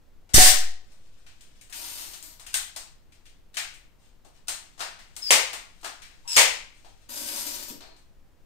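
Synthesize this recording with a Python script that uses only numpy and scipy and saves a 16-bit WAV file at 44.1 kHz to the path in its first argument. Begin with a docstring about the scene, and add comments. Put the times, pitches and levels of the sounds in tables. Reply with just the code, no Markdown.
"""A pneumatic air rifle fires once, left of a close pair of microphones in a bare, echoing room.
Its valve dumps air through the barrel, the pressure wave buffets the microphones, and the pellet
rings a steel trap. The pump lever is opened and draws in hissing air, the steel breech clicks, and
the lever is twice forced shut with a squeak of the seal and a loud clack. Then air rushes into
the pump again. Hands brush the stock over a faint room tone."""
import sys
import numpy as np
from scipy import signal
from scipy.fft import rfft, irfft
from scipy.io import wavfile
from scipy.ndimage import uniform_filter1d, minimum_filter1d

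SR = 44100
rng = np.random.default_rng(int(sys.argv[2]) if len(sys.argv) > 2 else 0)


def wav_record(signal):
    """Record a signal, one row per channel, as 16-bit PCM in the file named by sys.argv[1]."""
    frames = np.transpose(np.atleast_2d(signal))
    bounded = np.clip(frames, -1, 1)
    # unit amplitude maps onto the largest positive 16-bit level
    quanta = np.round(bounded * 32767).astype(np.int16)
    wavfile.write(sys.argv[1], SR, quanta)


N = 372837
TIME = np.arange(N) / SR

# spectrum of parts touching or rubbing: f/Hz, level/dB
CONTACT_SPECTRUM = [(80, -43.5), (200, -19), (340, -10), (450, -14.5), (720, -6.5), (1050, -9.5),
                    (1500, -6), (4000, -6), (5500, -5.5), (8700, -2), (10500, -13), (14000, -11),
                    (15500, -17)]
# spectrum of air passing the pump seal: f/Hz, level/dB
HISS_SPECTRUM = [(470, -17), (800, -7.5), (929, -1.5), (1050, -11), (1150, -6), (1880, -6), (3060, -3),
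                 (3870, -2), (4900, 2), (5220, 0.5), (9010, -1), (10300, -17), (11300, -2.5), (13200, 0),
                 (15600, -7)]
# modes of the air column in the pump: f/Hz, width/Hz, level/dB
CYLINDER_MODES = [(239.4, 23, -1), (323, 77, 4.5), (607, 135, 1.5), (953, 18, 6.5), (1600, 55, -3),
                  (1790, 50, -9), (2440, 240, -7)]


def amp(db):
    """Decibels to gain."""
    return 10 ** (np.asarray(db) / 20)


def unit(x):
    """Scale to rms 1."""
    return x / np.sqrt(np.mean(x ** 2) + 1e-20)


def along(points, hz):
    """Read a curve of (f/Hz, value) points on a log frequency axis."""
    f, v = np.transpose(points)
    return np.interp(np.log(hz + 1), np.log(f + 1), v)


def noise(size, response):
    """Noise of rms 1 with the given gain over frequency."""
    m = 2 ** int(np.ceil(np.log2(size)))
    return unit(irfft(rfft(rng.standard_normal(m)) * response(np.fft.rfftfreq(m, 1 / SR)), m)[:size])


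def wander(size, corner_hz):
    """Random motion of rms 1, mostly slower than the corner frequency."""
    return noise(size, lambda hz: 1 / (1 + (hz / corner_hz) ** 2))


def resonances(modes, hz):
    """Gain of a set of resonances (f/Hz, width/Hz, level/dB)."""
    return np.sqrt(sum(np.abs(amp(db) * hz * w / (c * c - hz * hz + 1j * hz * w)) ** 2
                       for c, w, db in modes))


def friction(size, centre_hz, width_hz):
    """Rubbing noise in one broad band."""
    band = [(centre_hz, width_hz, 0)]
    return noise(size, lambda hz: amp(along(CONTACT_SPECTRUM, hz)) * resonances(band, hz))


def overtones(hz, level_db, width_hz, count=14):
    """Each blow wakes its own scatter of narrow steel modes between 1 and 10 kHz."""
    centres, sizes = 1000 * 10 ** rng.random(count), rng.random(count)
    return sum(amp(level_db) * g / (1 + ((hz - c) / width_hz) ** 2) for c, g in zip(centres, sizes))


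def gate(length_s, attack_s, release_s):
    """Time since the start, and a gain that rises, holds and is released by the end."""
    t = TIME[:int(length_s * SR)]
    return t, np.clip(t / attack_s, 0, 1) * np.clip((length_s - t) / release_s, 0, 1)


def add(out, s, sound):
    """Mix a stereo sound in at time s."""
    start = max(round(s * SR), 0)
    out[:, start:start + sound.shape[1]] += sound[:, :N - start]


def room_tail(build_s):
    """The diffuse answer of the room, different at each microphone, of energy 1."""
    # reverberation of the bare room: f/Hz, t60/s
    decay_times = [(150, 0.35), (400, 0.39), (1000, 0.45), (2700, 0.47), (7000, 0.38), (9500, 0.31),
                   (14000, 0.31)]
    hz, t, spectra = signal.stft(rng.standard_normal((2, SR * 2 // 3)), SR, nperseg=256)
    tail = signal.istft(spectra * amp(-60 * t / along(decay_times, hz)[:, None]), SR, nperseg=256)[1]
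    tail *= np.sqrt(1 - np.exp(-np.arange(tail.shape[1]) / SR / max(build_s, .001)))
    return tail / np.linalg.norm(tail, axis=1, keepdims=True)


def arrive(tail, direct, shadow_db=-5, lag_samples=13):
    """The direct sound joins the room's answer; it reaches the right microphone later and weaker."""
    near = np.pad(direct, (0, tail.shape[1] - len(direct)))
    return tail + np.array([near, amp(shadow_db) * np.roll(near, lag_samples)])


def in_room(x, pan_db, direct_db):
    """A sustained sound as it reaches the two microphones; positive pan is to the left."""
    paths = arrive(room_tail(build_s=0.001), [amp(direct_db)])
    return signal.fftconvolve(x[None], paths, axes=1) * amp([[pan_db / 2], [-pan_db / 2]])


def blow(response, chatter_s, pan_db, direct_db, crack_s):
    """A hard contact: a brief crack, while the room fills for as long as the parts chatter."""
    t = TIME[:SR // 16]
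    crack = rng.standard_normal(len(t)) * amp(-60 * t / crack_s)
    pair = arrive(room_tail(chatter_s), amp(direct_db) * crack / np.linalg.norm(crack))
    m = 2 ** 15
    # minimum phase: the body rings only after it is struck
    cepstrum = irfft(np.log(unit(response(np.fft.rfftfreq(m, 1 / SR))) + 1e-6))
    causal = np.r_[cepstrum[0], 2 * cepstrum[1:m // 2] * np.hanning(m)[m // 2 + 1:]]
    body = np.exp(rfft(causal, m))
    return irfft(rfft(pair, m) * body) * amp([[pan_db / 2], [-pan_db / 2]])


def room_tone(level_db=-55):
    """Faint rumble and hiss, partly common to both microphones."""
    # spectrum of the quiet room: f/Hz, level/dB
    spectrum = [(12, -3.5), (24, -5.5), (45, -15.5), (90, -20.5), (160, -26), (290, -29.5), (520, -33),
                (950, -38), (2500, -44), (7500, -50.5), (10500, -55), (15500, -52)]
    common, left, right = [noise(N, lambda hz: amp(along(spectrum, hz))) for _ in range(3)]
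    return amp(level_db) * (amp(-3) * common + amp(-1) * np.array([left, right])) * amp([[1], [-1]])


def trigger(out, s=.2905, level_db=-52, fade_db_per_s=250):
    """The trigger drags on the sear: a faint scrape just before the valve opens."""
    t, edge = gate(.032, attack_s=.002, release_s=0.0086)
    scrape = noise(len(t), lambda hz: amp(along(CONTACT_SPECTRUM, hz)) / np.hypot(1, hz / 2500))
    add(out, s, in_room(edge * amp(level_db - fade_db_per_s * t) * scrape, pan_db=6.5, direct_db=-1.5))


def muzzle_blast(out, leak_at_s=.335, open_at_s=.34, open_for_s=.12, attack_s=.0018,
                 sag_db_per_s=41, shut_db_per_s=560.5):
    """The valve leaks, opens with a surge, dumps its air while the pressure sags, then shuts."""
    # spectrum of the air jet at the muzzle: f/Hz, level/dB
    spectrum = [(60, -21), (250, -24.5), (450, -19), (620, -11), (1000, -15.5), (1500, -12), (1870, -4),
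                (2400, -9.5), (4200, -3.5), (7000, -2.5), (9100, 2), (10100, -9), (15500, -9.5)]
    t, edge = gate(.3, attack_s, release_s=.01)
    since_open = np.maximum(t - (open_at_s - leak_at_s), 0)
    leak = amp(-18.5)
    surge_db = 9.5 * np.exp(-since_open / 0.021)
    flow = leak + np.minimum(since_open / attack_s, 1) * amp(surge_db - 7)
    pressure = amp(-sag_db_per_s * since_open - shut_db_per_s * np.maximum(since_open - open_for_s, 0))
    jet = noise(len(t), lambda hz: amp(along(spectrum, hz)))
    add(out, leak_at_s, in_room(edge * flow * pressure * jet, pan_db=6, direct_db=-10.5))


def pressure_wave(out, gust_db=-15, gust_t60_s=0.33):
    """Two pressure fronts pass, and the stirred air buffets each microphone on its own."""
    # fronts at the microphones: t/s, left level/dB, right level/dB, length/s
    fronts = [(0.3435, -0.5, -23.5, 0.009), (.377, -10.5, 2, 0.012)]
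    t = TIME[:SR]
    for s, left_db, right_db, length in fronts:
        pulse = (1 - t / length) * np.exp(-t / length) * (1 - np.exp(-t / 0.0011))
        add(out, s, pulse * amp([[left_db], [right_db]]))
    gusts = np.array([wander(SR, corner_hz=110) for _ in range(2)])
    add(out, fronts[0][0], gusts * amp(gust_db - 60 * t / gust_t60_s))


def microphone_overload(level_db=-8, turns=1.6, settle_s=0.18, fade_s=0.22):
    """The pressure wave knocks each microphone off centre; they swing back ever more slowly."""
    # when the microphones give way: left t/s, right t/s
    onsets = [.368, .349]
    t = np.maximum(TIME - np.array(onsets)[:, None], 0)
    phase = 2 * np.pi * turns * (1 - np.exp(-t / settle_s))
    return -amp(level_db) * np.exp(-t / fade_s) * np.sin(phase)


def pellet_trap(out):
    """The pellet thuds into the steel trap and rings it."""
    # modes of the trap: f/Hz, level/dB, t60/s
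    modes = [(740, -11.5, 0.3), (749, -26, 0.56), (1082, -35, 0.48), (1870, -31.5, 0.6), (598, -33.5, 0.31)]
    t = TIME[:SR]
    plate = lambda hz: resonances([(260, 110, -4), (756, 2300, -0.5)], hz) ** 2
    add(out, .378, amp(8.5) * blow(plate, chatter_s=.003, pan_db=0, direct_db=11.5, crack_s=0.07))
    ring = sum(amp(db - 60 * t / t60) * np.sin(2 * np.pi * hz * t) for hz, db, t60 in modes)
    add(out, .392, ring * (1 - np.exp(-t / 0.0086)) * amp([[3], [1]]))


def hand_rustle(out, uneven_db=3):
    """Hands and sleeves brush the rifle in small uneven strokes."""
    # hands shifting on the stock: t/s, length/s, level/dB
    rubs = [(.8, 1.8, -68), (3.978, 0.12, -65.5), (4.33, 0.054, -57.5), (4.6, 0.88, -66.5),
            (5.649, 1.48, -67)]
    for s, length, db in rubs:
        t, edge = gate(length, attack_s=0.011, release_s=0.043)
        strokes = unit(amp(uneven_db * wander(len(t), corner_hz=25)))
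        brush = friction(len(t), centre_hz=2760, width_hz=4400)
        add(out, s, in_room(edge * amp(db) * strokes * brush, pan_db=7, direct_db=-16.5))


def breech_clicks(out, gain_db=18, touch_db=-23, touch_lead_s=0.01):
    """Small steel parts meet: heavy contacts knock more, sharp ones are brighter and chatter less."""
    # contacts of breech and linkage: t/s, level/dB, knock/dB, treble/dB, the part's own f/Hz
    contacts = [(.9184, -50.5, -9, -5, 600), (1.264, -40.5, -10, -11, 2600),
                (1.408, -42.5, -25, -2.5, 3270), (1.612, -41.5, -24, -0.5, 2360),
                (1.6968, -41.5, -7, -1, 1670), (1.7257, -28, -21, -3, 2800),
                (2.1344, -32.5, -9, -1.5, 4120), (2.2265, -40, -13, 7.5, 4130),
                (2.396, -36, -9.5, -3.5, 980), (2.465, -32, -11.5, -1.5, 2720),
                (2.5416, -14.5, -12.5, 2, 3500), (2.762, -26.5, -5.5, -1, 4630),
                (3.1213, -46.5, -19, -7, 2450), (3.2552, -42.5, -30.5, -7.5, 3100),
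                (3.5425, -35, -17, -4, 3700), (3.5693, -16, -12.5, -7.5, 2350),
                (3.7392, -42.5, -22, -2, 2190), (4.2477, -46.5, 2.5, -5.5, 340),
                (4.482, -17, -9, -4.5, 8900), (4.778, -40, -6, -8.5, 990), (4.7934, -29, -2, -6.5, 990),
                (4.805, -19.5, -7.5, -11, 1330), (4.9897, -38, -6.5, -11.5, 1900),
                (5.165, -31, -7, 3, 4250), (5.5304, -24, -5, -5.5, 2200), (5.812, -49.5, -10.5, 0, 4100),
                (5.831, -35.5, 1, -9, 1280), (5.844, -23, -4.5, -8.5, 1280),
                (6.0194, -34, -13.5, -8.5, 2300), (6.1092, -47.5, -4.5, -15, 2160),
                (6.8462, -42.5, -0.5, -11, 760), (7.8065, -36.5, -1.5, -13.5, 4120),
                (7.964, -49, -4, -5, 3920)]
    # modes of the breech and small parts: f/Hz, width/Hz, level/dB
    steel_modes = [(663, 70, -6), (860, 70, -8), (1230, 27, -11), (1804, 26, -9.5), (4060, 180, -11.5),
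                   (6700, 330, -15.5), (8750, 600, -3)]
    for s, db, knock_db, treble_db, part_hz in contacts:
        weight, sharpness = knock_db + 9, treble_db + 2  # dB above a typical contact
        tilt = [(330, -6 + 1.8 * weight), (700, weight), (950, weight),
                (1600, 0.0035), (4800, 0), (8500, sharpness)]
        part_mode = [(part_hz, 0.22 * part_hz, 0)]
        ringing = lambda hz: (1 + resonances(steel_modes, hz) + resonances(part_mode, hz)
                              + overtones(hz, level_db=6.5, width_hz=6))
        colour = lambda hz: amp(along(CONTACT_SPECTRUM, hz) + along(tilt, hz)) * ringing(hz)
        strength = amp(db + gain_db) * np.linalg.norm(amp([0, knock_db, treble_db]))
        # sharp contacts crack, dull ones come mostly by way of the room
        click = strength * blow(colour, chatter_s=0.0065 * amp(-.7 * sharpness), pan_db=5.5,
                                direct_db=-4.5 + 0.17 * treble_db,
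                                crack_s=0.071 * amp(-2 * max(sharpness, 0)))
        add(out, s - touch_lead_s, amp(touch_db) * click)  # the parts touch lightly before they seat
        add(out, s, click)


def pump_intake(out, fastest_share=0.32, whistle_db=-8, full_flow_db=-35):
    """The piston speeds up and slows; air hisses past its seal, whistles and sounds the cylinder."""
    # strokes that draw air in: t/s, length/s, hiss level/dB, hum level/dB
    strokes = [(1.724, 0.49, -39.5, -58.5), (7.087, .66, -36, -48.5)]
    # whistles of the inlet: early f/Hz, late f/Hz, width/Hz, level/dB
    inlet_modes = [(3020, 4400, 90, 1.5), (4950, 4170, 88, 5), (6740, 4150, 70, 4), (11300, 5800, 95, 7)]
    early_inlet = lambda hz: resonances([(f, w, db) for f, _, w, db in inlet_modes], hz) ** 2
    late_inlet = lambda hz: resonances([(f, w, db) for _, f, w, db in inlet_modes], hz) ** 2
    column = lambda hz: resonances(CYLINDER_MODES, hz) ** 2
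    dull_column = lambda hz: column(hz) / (1 + (hz / 750) ** 6)
    for s, length, hiss_db, hum_db in strokes:
        t, edge = gate(length, attack_s=0.006, release_s=0.026)
        size = len(t)
        slowness = ((t / length - fastest_share) / (1 - fastest_share)) ** 2
        flow_db = hiss_db - 16 * slowness
        flutter = amp(wander(size, corner_hz=40))
        grain = unit(amp(4.5 * wander(size, corner_hz=600)))
        fizz = amp(-5 * slowness) * noise(size, lambda hz: resonances([(8950, 610, 0)], hz)) / 2
        hiss = grain * (noise(size, lambda hz: amp(along(HISS_SPECTRUM, hz))) + fizz)
        # as the piston uncovers more of the tube, the whistles shift and the hum darkens
        fade = np.clip(np.linspace(-1.2, 1.9, size), 0, 1) * np.pi / 2
        blend = lambda early, late: np.cos(fade) * noise(size, early) + np.sin(fade) * noise(size, late)
        drive = amp(np.minimum(flow_db - full_flow_db, 0))  # only fast air whistles
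        whistle = amp(whistle_db) * drive * blend(early_inlet, late_inlet)
        hum = amp(hum_db - 18 * slowness) * blend(column, dull_column)
        air = amp(flow_db) * (hiss + whistle) + hum
        add(out, s, in_room(edge * flutter * air, pan_db=5, direct_db=-3.5))


def seal_spurts(out, fade_db_per_s=85, hum_db=-17):
    """The seal catches and lets air past in sudden spurts, brighter than the steady hiss."""
    # spurts of air: t/s, length/s, level/dB
    spurts = [(2.231, 0.14, -46.5), (7.4, 0.023, -34), (7.465, 0.029, -28), (7.536, 0.035, -34),
              (7.625, 0.037, -37.5), (7.682, 0.046, -38.5)]
    tilt = [(2500, 0), (12000, 4)]  # f/Hz, level/dB
    for s, length, db in spurts:
        t, edge = gate(length, attack_s=.001, release_s=0.036)
        hiss = noise(len(t), lambda hz: amp(along(HISS_SPECTRUM, hz) + along(tilt, hz)))
        hum = amp(hum_db) * noise(len(t), lambda hz: resonances(CYLINDER_MODES, hz) ** 2)
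        add(out, s, in_room(edge * amp(db - fade_db_per_s * t) * (hiss + hum), pan_db=5.5, direct_db=0))


def seal_squeaks(out, sag_per_s=.9, jitter=.018, rasp_db=-18):
    """Under growing load the seal sticks and slips, ever lower and louder."""
    # squeaks: t/s, length/s, starting f/Hz, level/dB, swell/dB, share of alternating slips
    squeaks = [(5.2195, 0.075, 5233, -33, 6, .03), (6.248, 0.034, 957, -49, 1, 0),
               (6.2745, 0.095, 5363, -34, 7.5, 0.69)]
    for s, length, start_hz, db, swell_db, alternating in squeaks:
        t, edge = gate(length, attack_s=0.0036, release_s=0.0044)
        pitch_hz = start_hz * (1 - sag_per_s * t) * (1 + jitter * wander(len(t), corner_hz=500))
        stutter_db = 3.5 * noise(len(t), lambda hz: resonances([(110, 100, 0)], hz) ** 2)
        phase = 2 * np.pi * np.cumsum(pitch_hz) / SR
        tone = np.sin(phase) + amp(-28) * np.sin(2 * phase) + amp(-21) * np.sin(3 * phase)
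        # alternating slips add rasp and lines halfway between the harmonics
        halves = sum(amp(level) * np.sin(k * phase / 2)
                     for k, level in enumerate([-12, -17.5, 1, -12.5, -22], 1))
        rasp = amp(rasp_db) * (1 + 3 * alternating) * friction(len(t), centre_hz=4600, width_hz=8700)
        squeak = amp(swell_db * t / length) * (tone + rasp) + alternating * halves
        add(out, s, in_room(edge * amp(db + stutter_db) * squeak, pan_db=6, direct_db=-3))


def lever_clacks(out, ring_db=-3):
    """The lever snaps over centre and slams against the stock, which thumps."""
    # the lever shutting: t/s, level/dB, pan/dB, chatter/s, thump/dB
    slams = [(5.3064, 20, 5.5, 0.011, -22), (6.365, 22.5, 5.5, 0.01, -19.5)]
    # spectrum of the impact: f/Hz, level/dB
    spectrum = [(60, -61.5), (150, -42.5), (230, -23), (400, -15.5), (530, -6), (700, -10), (900, -7),
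                (1400, -13), (2250, -6.5), (4000, -8), (6400, -8.5), (9000, -5.5), (10600, -17),
                (15000, -19.5)]
    # modes of lever and stock: f/Hz, width/Hz, level/dB
    stock_modes = [(520, 39, -5), (920, 70, -9.5), (2130, 230, 3), (3150, 250, -12), (5300, 150, -5.5),
                   (6400, 180, -6)]
    for s, db, pan_db, chatter_s, thump_db in slams:
        ringing = lambda hz: (1 + amp(ring_db) * resonances(stock_modes, hz)
                              + overtones(hz, level_db=-1, width_hz=8.8))
        thump_mode = [(49.9, 28, thump_db)]
        colour = lambda hz: amp(along(spectrum, hz)) * ringing(hz) + resonances(thump_mode, hz)
        add(out, s, amp(db) * blow(colour, chatter_s, pan_db, direct_db=-1, crack_s=0.017))


def piston_stop(out, s=7.7, level_db=-14, body_hz=270):
    """The piston seal rubs to a halt at the end of the stroke with a hollow bump."""
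    tube = lambda hz: resonances([(body_hz, 220, 0)], hz) ** 2
    add(out, s, amp(level_db) * blow(tube, chatter_s=0.037, pan_db=3.5, direct_db=-8, crack_s=0.086))


def pivot_rasp(out, s=7.81, level_db=-53, fade_db_per_s=60):
    """The open lever rasps on its pivot; the cylinder makes it sound hollow."""
    t, edge = gate(0.13, attack_s=.01, release_s=0.031)
    colour = lambda hz: resonances([(4250, 600, -1)], hz) ** 2 + resonances(CYLINDER_MODES, hz)
    rasp = edge * amp(level_db - fade_db_per_s * t) * noise(len(t), colour)
    add(out, s, in_room(rasp, pan_db=4.5, direct_db=-12))


def scene():
    """The pump, the shot and the handling of the rifle at the microphones, over the room tone."""
    out = np.zeros((2, N))
    pump = [lever_clacks, seal_squeaks, pump_intake, seal_spurts, piston_stop, pivot_rasp]
    shot = [trigger, muzzle_blast, pellet_trap, pressure_wave]
    handling = [breech_clicks, hand_rustle]
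    for source in pump + shot + handling:
        source(out)
    return out + room_tone()


def record(dry, ceiling_db=-1, top_hz=15600):
    """A limiter on each channel flattens the shot; the overload joins it, clipped and low-passed."""
    needed = np.minimum(1, amp(ceiling_db) / (np.abs(dry) + 1e-9))
    gain = uniform_filter1d(minimum_filter1d(needed, size=100, axis=1), size=50, axis=1)
    clipped = np.clip(dry * gain + microphone_overload(), -1, 1)
    return signal.sosfilt(signal.ellip(12, .1, 70, top_hz, fs=SR, output="sos"), clipped)


dry = scene()
out = record(dry)
wav_record(out)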